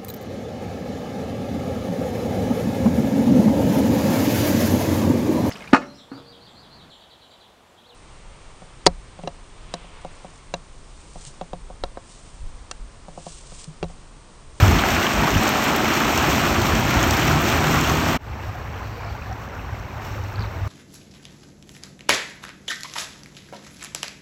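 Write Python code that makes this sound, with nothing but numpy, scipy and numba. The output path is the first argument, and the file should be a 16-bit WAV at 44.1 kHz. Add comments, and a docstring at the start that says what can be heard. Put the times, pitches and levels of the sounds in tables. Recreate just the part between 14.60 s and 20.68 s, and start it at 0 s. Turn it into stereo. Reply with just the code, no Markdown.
"""A creek pours over a concrete ledge close to a hand-held phone: resonant bubbles and bursts of spray make the roar.
Narrow bands of noise drone below it, and wind raises low rumbles on the microphone. After an abrupt cut, a quiet
reach downstream fades in: sparser, longer-ringing bubbles gurgle over a distant noise rumble and a wavering
sine hum, and a dry twig crackles in short rings with a rustle of tiny cracks."""
import sys
import numpy as np
from scipy import signal
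from scipy.fft import rfft, irfft, next_fast_len
from scipy.io import wavfile
from scipy.ndimage import uniform_filter1d, map_coordinates
from numba import njit

SR = 44100
rng = np.random.default_rng(int(sys.argv[2]) if len(sys.argv) > 2 else 0)


def to_wav(sig):
    """Store sig (one row per channel, or 1-D mono) as 16-bit WAV at the path in sys.argv[1].

    Samples outside -1..1 are clipped; the rate is SR.
    """
    pcm = np.clip(np.atleast_2d(sig), -1, 1) * 32767
    pcm = np.round(pcm).astype(np.int16)
    wavfile.write(sys.argv[1], SR, pcm.T)  # frames by channels


N = 268039
TOP_HZ = 15800  # upper limit of the bubbles and of the recorded band
SIDES = np.array([[1], [-1]])  # left, right


def undb(db):
    """Level to amplitude: 20 dB is a factor of ten."""
    return 10 ** (np.asarray(db) / 20)


def unit(x):
    """Normalization to an rms amplitude of 1."""
    return x / np.sqrt(np.mean(x ** 2))


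def times():
    """Sampling: the time of every sample in s."""
    return np.arange(N) / SR


def bins():
    """Discrete spectrum: the frequencies in Hz on which filters are drawn."""
    return np.linspace(0, SR / 2, next_fast_len(N, True) // 2 + 1) + 1e-3  # keeps log and division finite


def colour(points):
    """Spectral shaping: gain per frequency, interpolated in dB over log frequency from (f/Hz, level/dB)."""
    hz, db = np.transpose(points)
    return undb(np.interp(np.log(bins()), np.log(hz), db))


def filtered(x, gain):
    """Linear filtering: multiply the spectrum by a gain per frequency."""
    size = next_fast_len(N, True)
    return irfft(rfft(x, size) * gain, size)[..., :N]


def walk(rate):
    """Random modulation: levels held for 1 / rate s and smoothed twice, with rms 1."""
    k = int(SR / rate)
    held = np.repeat(rng.standard_normal(1024), k)[:N]
    return unit(uniform_filter1d(uniform_filter1d(held, k), k))


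def swell(peak_s, half_s):
    """Gaussian envelope: 1 at its peak, 1/e at half_s to either side."""
    return np.exp(-((times() - peak_s) / half_s) ** 2)


def swells(table, steady=0):
    """Incoherent addition: the powers of (t/s, level/dB, half length/s) swells and of a steady gain add."""
    power = sum((undb(db) * swell(s, half_s)) ** 2 for s, db, half_s in table)
    return np.sqrt(steady ** 2 + power)


@njit
def rings(start_s, size, hz, t60, glide):
    """Damped oscillation: sines decay by 60 dB in t60 s while their pitch changes by the share glide."""
    out = np.zeros(N)
    for k in range(len(hz)):
        first, length = int(start_s[k] * SR), int(t60[k] * SR) + 2
        z = size[k] + 0j
        pole = np.exp(2j * np.pi * hz[k] / SR - np.log(1000) / length)
        bend = np.exp(2j * np.pi * hz[k] / SR * glide / length)
        for i in range(max(first, 0), min(first + length, N)):
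            out[i] += z.imag
            z *= pole
            pole *= bend
    return out


def blips(table, cycles, glide):
    """Resonance with a gradual onset: a slow decay minus a fast one, for rows of (t/s, peak level/dB, f/Hz)."""
    s, db, hz = np.array(table, float).T.copy()
    size = undb(db) / .47  # the difference of the two decays peaks near .47
    slow = rings(s, size, hz, cycles / hz, glide)
    fast = rings(s, size, hz, cycles / hz / 4, glide / 4)
    return slow - fast


def bubbles(count, cycles, spread_db, glide):
    """Bubble resonance: a cloud of air bubbles of all sizes, with equal power at every frequency."""
    when, radius, strength, damping, side = rng.random((count, 5)).T
    lowest = np.sqrt(200)
    hz = (lowest + radius * (np.sqrt(TOP_HZ) - lowest)) ** 2
    size = undb(-spread_db * np.log(np.maximum(strength, .015))) * hz ** .75
    polarity = np.sign(side - .5)
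    t60 = cycles * (.5 + damping) / hz
    return unit(rings(when * N / SR, size * polarity, hz, t60, glide))


def spray(count, spread_db, burst_s, surge_db):
    """Impact noise: drops hit the surface in loose showers, each a very short burst of hiss."""
    when, strength = rng.random((count, 2)).T
    size = undb(-spread_db * np.log(np.maximum(strength, .004)))
    impacts = np.bincount((when * N).astype(int), size ** 2, N)
    power = signal.lfilter([1], [1, -np.exp(-1 / (burst_s * SR))], impacts)
    return unit(np.sqrt(power) * rng.standard_normal(N) * undb(surge_db * walk(22.34)))


def water(near_bubbles, drops, wash_db, spray_hz):
    """Power crossover: near bubbles over the blurred wash of far ones; spray takes over in the treble."""
    body = unit(near_bubbles + undb(wash_db) * rng.standard_normal(N))
    share = 1 / (1 + (spray_hz / bins()) ** 2)
    return filtered(body, np.sqrt(1 - share)) + filtered(drops, np.sqrt(share))


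def slops(table, cycles):
    """Clustered resonance: each slop drives a short, dense cluster of bubbles around one size."""
    cloud, out = bubbles(count=20000, cycles=cycles, spread_db=2.5, glide=0.18), 0
    for s, db, half_s, hz in table:
        sos = signal.butter(2, [hz / 1.5, hz * 1.5], "band", fs=SR, output="sos")
        out = out + unit(signal.sosfilt(sos, cloud)) * undb(db) * swell(s, half_s)
    return out


def rumble(gain, side_db):
    """Interaural coherence: low noise, mostly alike in both ears, with a weaker opposed part."""
    mid, side = filtered(rng.standard_normal((2, N)), gain)
    return unit(mid + undb(side_db) * side * SIDES)


def drifting(x, share, rate):
    """Frequency modulation by resampling: both channels wander by a share of pitch, rate times a second."""
    place = np.cumsum(1 + share * walk(rate))
    return np.array([map_coordinates(channel, [place], order=3, mode="mirror") for channel in x])


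def stereo(image, common, opposed=0):
    """Interchannel phase, level and coherence: each set per frequency from a common and an opposed part."""
    hz, lead, balance_db, opposed_db = np.transpose(image)
    spread = colour(np.transpose([hz, np.minimum(opposed_db, 0)]))
    middle = filtered(common, 1 / np.hypot(1, spread))
    side = filtered(opposed + np.zeros(N), spread / np.hypot(1, spread))
    balance = colour(np.transpose([hz, balance_db])) ** (SIDES / 2)
    phase = np.exp(.5j * SIDES * np.interp(bins(), hz, lead))
    return filtered(middle + SIDES * side, balance * phase)


# stereo image at the reach: f/Hz, left lead/rad, left minus right/dB, opposed re common part/dB
REACH_IMAGE = [(260, -1.3, .7, -3), (520, -.25, -2.2, -9), (750, 0, .4, -15), (1050, 0, -2, -16),
               (1400, 0, 0, -22), (2100, 0, 0, -32), (2450, 0, -.3, -18), (2750, .5, -7, -8),
               (3150, 1.4, -3, -6.5), (3700, .8, 1.5, -5.5), (4200, .35, 0, -9), (4700, .6, 0, -6),
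               (4900, 2, 0, -2), (5250, 6.15, 0, -13), (5600, 6.3, -.5, -19), (6500, 7.4, 0, -8),
               (8200, 8.2, 0, -7), (9200, 9.25, 0, -28), (10900, 9.55, 0, -28), (12000, 10.4, 0, -6),
               (13500, 11.7, 0, -7), (14700, 12.5, 0, -24)]


def reach_stereo(common, opposed=0):
    """Interchannel differences on the quiet reach."""
    return stereo(REACH_IMAGE, common, opposed)


# stereo image at the weir: f/Hz, left lead/rad, left minus right/dB, opposed re common part/dB
WEIR_IMAGE = [(300, -.1, .3, -24), (520, -.4, -2.8, -15), (700, 0, -2.2, -22), (1050, 0, -2.6, -22),
              (1300, 0, -.3, -31), (2100, 0, 0, -48), (2600, 0, -.1, -28), (3050, 0, -3.8, -12),
              (3350, .6, -5.6, -6.5), (3750, 1.3, -1, -7), (4100, .85, 0, -11), (4600, 1.2, -.3, -7.5),
              (4850, 2, 0, -4), (5250, 6.15, 0, -18), (5700, 6.35, 0, -17), (6500, 7.4, 0, -9.5),
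              (8400, 8.6, 0, -8.5), (9300, 9.3, 0, -30), (10800, 9.5, 0, -30), (11700, 10.2, 0, -7),
              (13500, 11.7, 0, -7), (14700, 12.5, 0, -24)]


def weir_stereo(common, opposed=0):
    """Interchannel differences at the weir."""
    return stereo(WEIR_IMAGE, common, opposed)


# dull buffets of wind and handling: t/s, level/dB, half length/s
BUFFETS = [(.11, -20, 0.072), (.63, -24.5, 0.056), (.765, -29, 0.041), (5.817, -32, 0.015)]
# their relative spectrum: f/Hz, level/dB
BUFFET_SPECTRUM = [(60, -20), (130, 3), (300, -2), (450, -12), (1200, -44), (5000, -90)]


def bumps():
    """Low-frequency noise bursts: short, toneless, dull buffets."""
    return rumble(colour(BUFFET_SPECTRUM), side_db=-18) * swells(BUFFETS)


# soft thumps before the high-pass: t/s, level/dB, f/Hz, t60/s
MICROPHONE_THUMPS = [(.024, -0.5, 99, .17), (.073, -7, 84, .2), (.085, -14, 345, .09),
                     (.112, -11, 175, .08), (.14, -11, 80, .09), (.163, -5, 163, .04), (.759, -9, 80, .07),
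                     (.761, -15, 240, .044), (2.36, -12, 60, .16)]


def thumps():
    """Damped resonance: wind and handling thump alike in both channels; the microphone drops the deepest bass."""
    s, db, hz, t60 = np.array(MICROPHONE_THUMPS, float).T.copy()
    high_pass = signal.butter(4, 38, "high", fs=SR, output="sos")
    return signal.sosfilt(high_pass, rings(s, undb(db), hz, t60, -0.045))


# swells of the low hum: t/s, level/dB, half length/s
HUM_ENVELOPE = [(3.71, -33, .05), (3.89, -30, .06), (4.08, -33, .05), (4.28, -32, .05),
                (4.48, -32.5, 0.084), (4.74, -33, .1), (5.17, -33, 0.086), (5.72, -30.5, 0.25),
                (6.03, -26, 0.073)]


def hum():
    """Frequency modulation: a 104 Hz sine wavers in pitch and comes and goes, strongest near the end."""
    hz = 104 * (1 + .025 * walk(9))
    tone = np.sqrt(2) * np.sin(2 * np.pi * np.cumsum(hz) / SR)
    return tone * swells(HUM_ENVELOPE) * undb(2.4 * walk(22))


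# relative spectrum of the steady rumble: f/Hz, level/dB
REACH_RUMBLE_SPECTRUM = [(10, -45), (20, -24), (40, -12), (62, 1.5), (85, -3), (106, -4.5), (130, -7.5),
                         (165, -16), (205, -14.5), (400, -26.5), (1500, -86)]
# relative spectrum of its swells, in the deep bass: f/Hz, level/dB
SWELL_SPECTRUM = [(20, -25), (45, -7), (62, 3), (85, 0), (103, 1), (130, -13.5), (200, -25), (400, -49),
                  (1500, -90)]
# the swells: t/s, level/dB, half length/s
REACH_SWELLS = [(3.77, -31, 0.036), (3.875, -28, 0.048), (4.1, -29.5, 0.054), (5.13, -32.5, 0.067),
                (5.49, -29.5, 0.054), (5.65, -30, 0.062), (5.78, -25.5, .06), (6.02, -27.5, 0.11)]


def reach_rumble():
    """Intensity panning: steady and swelling low noise, with the hum, leans to the left for a while."""
    steady = rumble(colour(REACH_RUMBLE_SPECTRUM), side_db=-4) * undb(-32)
    swelling = rumble(colour(SWELL_SPECTRUM), side_db=-3.5) * swells(REACH_SWELLS)
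    pan_db = 4.2 * swell(5.22, .45)  # left minus right
    return (steady + swelling + hum()) * undb(np.array([pan_db, -pan_db]) / 2)


def hiss():
    """Band-limited noise: a faint, flickering hiss around 4.4 kHz."""
    band = 1 / (1 + ((bins() - 4400) / 520) ** 2) / (1 + (3300 / bins()) ** 8)
    return unit(filtered(rng.standard_normal(N), band)) * undb(-55.5 + 1.5 * walk(40))


# droplets on the quiet reach: t/s, peak level/dB, f/Hz
REACH_DROPLETS = [(4.142, -35, 3000), (4.177, -33.5, 3000), (4.448, -35, 5000), (4.615, -39, 5600),
                  (4.727, -32.5, 5500), (4.889, -39, 5800), (5.199, -39, 5500), (5.526, -36, 6000),
                  (5.639, -35, 5500)]


def droplets():
    """Damped resonance: droplets ring briefly, rising in pitch."""
    return blips(REACH_DROPLETS, cycles=26, glide=.2)


# larger bubbles on the quiet reach: t/s, peak level/dB, f/Hz
REACH_GURGLES = [(3.828, -37, 2890), (3.948, -30.5, 715), (4.204, -31.5, 1005), (4.218, -33.5, 1220),
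                 (4.372, -33.5, 468), (4.42, -33, 2250), (4.453, -34, 665), (4.547, -31.5, 838),
                 (4.552, -33.5, 1540), (4.621, -33, 2470), (4.657, -36, 1710), (4.711, -27.5, 735),
                 (4.815, -33, 1080), (4.895, -37, 2030), (4.93, -37, 540), (4.993, -33, 2550),
                 (5.09, -35, 1040), (5.265, -36, 1420), (5.343, -33.5, 780), (5.36, -33.5, 870),
                 (5.37, -34, 595), (5.59, -36, 496), (5.783, -32, 1640), (5.835, -34, 870),
                 (5.843, -36, 2240)]


def gurgles():
    """Bubble resonance: a large bubble swells as it pinches off, then rings out rising in pitch."""
    return blips(REACH_GURGLES, cycles=48, glide=.13)


# ripples that fold over together: t/s, level/dB, half length/s, f/Hz
REACH_LAPS = [(4.22, -39, 0.045, 1000), (4.44, -39, 0.057, 1100), (4.695, -48, .03, 1400),
              (4.94, -40, .04, 1000), (5.1, -39.5, 0.033, 900), (5.39, -43, .045, 750),
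              (5.82, -40, .04, 1100)]


def laps():
    """Clustered resonance: ripples fold over together and ring a group of bubbles."""
    return slops(REACH_LAPS, cycles=28)


# relative spectrum of the ripples: f/Hz, level/dB
REACH_SPECTRUM = [(20, -40), (250, -3), (450, -2.1), (850, -0.8), (1450, -5.0), (2000, -8.5), (2700, -11.5),
                  (3400, -17.1), (4400, -20.5), (4900, -22), (5500, -19.5), (6500, -23.5), (8200, -26.5),
                  (9800, -34.5), (11500, -26.5), (14200, -28), (15400, -33)]


def reach():
    """Sparse bubble resonance: shallow ripples fold in fewer, longer-ringing bubbles over a low rumble."""
    def ripple_layer():
        return water(bubbles(count=24000, cycles=33, spread_db=2.5, glide=0.15),
                     spray(count=20000, spread_db=2.0, burst_s=0.0005, surge_db=-2.0),
                     wash_db=-1.5, spray_hz=4470)
    pair = reach_stereo(ripple_layer(), ripple_layer())
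    surge = swell(4.43, 0.26)  # the current surges once and a faint hiss rises with it
    level_db = -36.5 + 0.5 * surge + 0.67 * walk(11)
    ripples = unit(filtered(pair, colour(REACH_SPECTRUM))) * undb(level_db)
    near = laps() + gurgles() + droplets()
    return ripples + reach_rumble() + reach_stereo(near) + surge * hiss()


# snaps of the dry twig: t/s, peak level/dB, f/Hz
TWIG_SNAPS = [(5.7582, -30, 4200), (5.7943, -30, 4400), (5.8076, -31.5, 4430), (5.8156, -34.5, 4250),
              (5.8231, -28.5, 4100), (5.8297, -36, 3800), (5.8624, -35.5, 3750)]


def twig():
    """Damped resonance: dry snaps ring for milliseconds; a rustle of tiny cracks trails the loudest."""
    cracks = bubbles(count=9000, cycles=22, spread_db=0, glide=.1)  # the same rings serve as cracks
    band = 1 / (1 + ((bins() - 4100) / 1700 * 2) ** 4)
    rustle = unit(filtered(cracks, band)) * undb(-51.5) * swell(5.842, .022)
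    return blips(TWIG_SNAPS, cycles=27, glide=.3) + rustle


# relative spectrum of the wind rumble: f/Hz, level/dB
WIND_SPECTRUM = [(20, -34), (32, -25), (50, 1.5), (85, 3), (125, -3), (200, -9.5), (450, -28), (1500, -79)]
# gusts on the microphone: t/s, level/dB, half length/s
WIND_GUSTS = [(.07, -19.5, 0.17), (.34, -26.5, .07), (.6, -24, 0.085), (.77, -20.5, 0.045),
              (2.25, -25, 0.79), (3.2, -23.5, 0.16), (3.5, -24, 0.11)]


def wind():
    """Low-frequency flow noise: gusts raise a rumble on the microphone above a calm level of -38 dB."""
    return rumble(colour(WIND_SPECTRUM), side_db=-21.5) * swells(WIND_GUSTS, undb(-38))


# narrow noise bands of the drone, deepest first: f/Hz, full width at half amplitude/Hz, relative level/dB
DRONE_RESONANCES = [(83, 11, -1.5), (119.3, 7, 1.5), (153, 8, 2.5), (226, 17, -0.5), (269, 14, -11.5),
                    (300, 33, -6.5), (346, 14, -2)]


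def drone():
    """Narrow-band noise: a hollow, wavering drone whose upper bands set in and hold while the deep ones swell."""
    def bands(rows):
        gain = sum(undb(db) / (1 + ((bins() - hz) / width * 2) ** 2) for hz, width, db in rows)
        return drifting(rumble(gain, side_db=-25), share=.02, rate=5)
    onset = .5 + .5 * np.tanh((times() - 0.62) / 0.076)
    deep = bands(DRONE_RESONANCES[:3]) * undb(-25.5) * swell(2.63, 1.52)
    upper = bands(DRONE_RESONANCES[3:]) * undb(-29.5) * onset
    return deep + upper


# drops flung from the weir: t/s, peak level/dB, f/Hz, t60/s, bandwidth as a share of f (at most 1)
FLUNG_DROPS = [(.08, -15, 6500, .011, 0.51), (.428, -13, 3500, 0.027, 0.46), (.468, -14, 900, .03, .6),
               (.705, -13, 6260, .009, .25), (.781, -16, 5760, .009, .25), (.834, -14, 9000, .011, .6),
               (.879, -9.5, 6550, 0.011, 0.33), (.891, -6.5, 9000, .007, 0.56),
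               (1.042, -12, 9000, .011, .6), (1.163, -10, 13000, .011, 0.46),
               (1.576, -10, 6800, .012, 0.43), (1.707, -13, 6500, .011, .6), (1.944, -19, 6500, .01, .25),
               (2.153, -13.5, 6700, .011, .4), (2.199, -18, 12500, .009, .4), (2.34, -18, 5500, .01, .3),
               (2.429, -9.5, 6000, 0.015, .4), (2.44, -13.5, 4300, .016, .9),
               (2.508, -6.5, 6160, 0.02, 0.63), (2.51, -18, 3900, .012, .5),
               (2.568, -11.5, 5500, .014, 0.44), (2.805, -20, 14000, .009, .3),
               (2.818, -15, 13500, .009, .3), (3.211, -12.5, 6400, .011, 0.22),
               (3.297, -13, 6100, .02, .45), (3.299, -10, 1300, .016, 0.46)]


def splashes():
    """Resonance excited by noise: each drop's short burst rings one broad resonance."""
    out, t = np.zeros(N), np.arange(2048) / SR
    for s, db, hz, t60, width in FLUNG_DROPS:
        burst = rng.standard_normal(len(t)) * np.exp(-np.log(1000) * t / t60)
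        tick = signal.lfilter(*signal.iirpeak(hz, 1 / min(width, 1), fs=SR), burst)
        first = int(s * SR)
        out[first:first + len(t)] += undb(db) * tick / np.abs(tick).max()
    return weir_stereo(out)


# short pitched rings that stand out of the roar: t/s, peak level/dB, f/Hz
PITCHED_RINGS = [(.193, -15, 3000), (.237, -12, 1540), (.455, -14, 1660), (.467, -10, 3000),
                 (.643, -14, 885), (.751, -11.5, 2900), (.994, -12.5, 1145), (1.125, -15, 950),
                 (1.256, -16.5, 3000), (1.303, -15.5, 2150), (1.451, -18, 3620), (1.724, -16.5, 3120),
                 (2.539, -13.5, 3240)]


def pitched_rings():
    """Damped resonance: short pitched rings stand out of the roar, rising slightly in pitch."""
    return weir_stereo(blips(PITCHED_RINGS, cycles=17, glide=.12))


# slops of water that land as one short rush: t/s, level/dB, half length/s, f/Hz
WEIR_SLOPS = [(.195, -27, 0.012, 2700), (0.24, -24, 0.012, 1700), (0.365, -22, 0.011, 1690),
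              (.455, -25, .02, 1200), (.68, -22.5, 0.014, 846), (.86, -28, 0.015, 1500),
              (1.26, -24, .012, 1700), (1.3, -24, 0.017, 1800), (1.412, -20, .015, 1300),
              (1.65, -22.5, .015, 1310), (1.855, -23.5, .013, 1310), (2.44, -28, 0.0082, 1890),
              (3.155, -21, 0.024, 1090)]


def weir_slops():
    """Clustered resonance: water lands in one short rush of bubbles."""
    return weir_stereo(slops(WEIR_SLOPS, cycles=12))


# relative spectrum of the roar: f/Hz, level/dB
WEIR_SPECTRUM = [(20, -26), (70, -12), (200, -2.5), (380, -5), (470, -11), (750, -5.5), (1000, -8),
                 (1300, -7), (1600, -10.5), (2100, -12), (2400, -11.5), (3000, -14.5), (3900, -18),
                 (4900, -19.5), (6300, -20), (9000, -23), (11500, -31.5), (14000, -24), (15400, -32.5)]


def weir():
    """Dense bubble resonance: the falling sheet churns up bubbles; drop impacts and tiny bubbles make its spray."""
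    def churn_layer():
        impacts = spray(count=18000, spread_db=3.5, burst_s=0.0016, surge_db=1.5)
        tiny = bubbles(count=12000, cycles=11.6, spread_db=1.0, glide=0.051)
        churn = bubbles(count=48000, cycles=15.5, spread_db=3.0, glide=0.16)
        return water(churn, unit(impacts + undb(-7) * tiny), wash_db=-1.5, spray_hz=3650)
    pair = weir_stereo(churn_layer(), churn_layer())
    flow_db = -19.5 - 3.5 * np.maximum(times() - 2.96, 0)  # eases by 3.5 dB/s shortly before the cut
    roar = unit(filtered(pair, colour(WEIR_SPECTRUM))) * undb(flow_db + 0.59 * walk(20))
    return roar + splashes() + pitched_rings() + weir_slops()


def scene():
    """Superposition: the weir, then an abrupt cut, out of which the quiet reach fades in."""
    cut_s, cut_fade_s = 3.571, 0.011
    fade_in_s, fade_from_db = 0.13, -32
    since_cut = times() - cut_s
    before = np.clip(.5 - since_cut / cut_fade_s, 0, 1)
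    fade_in = np.minimum(undb(fade_from_db) + np.maximum(since_cut, 0) / fade_in_s, 1)
    creek = before * (weir() + wind() + drone()) + (1 - before) * reach() * fade_in
    return creek + thumps() + bumps() + twig()


def record(dry):
    """Clipping and band limitation: the phone limits at full scale and cuts the top."""
    low_pass = signal.ellip(10, .2, 80, TOP_HZ, fs=SR, output="sos")
    return signal.sosfilt(low_pass, np.clip(dry, -1, 1))


dry = scene()
out = record(dry)
to_wav(out)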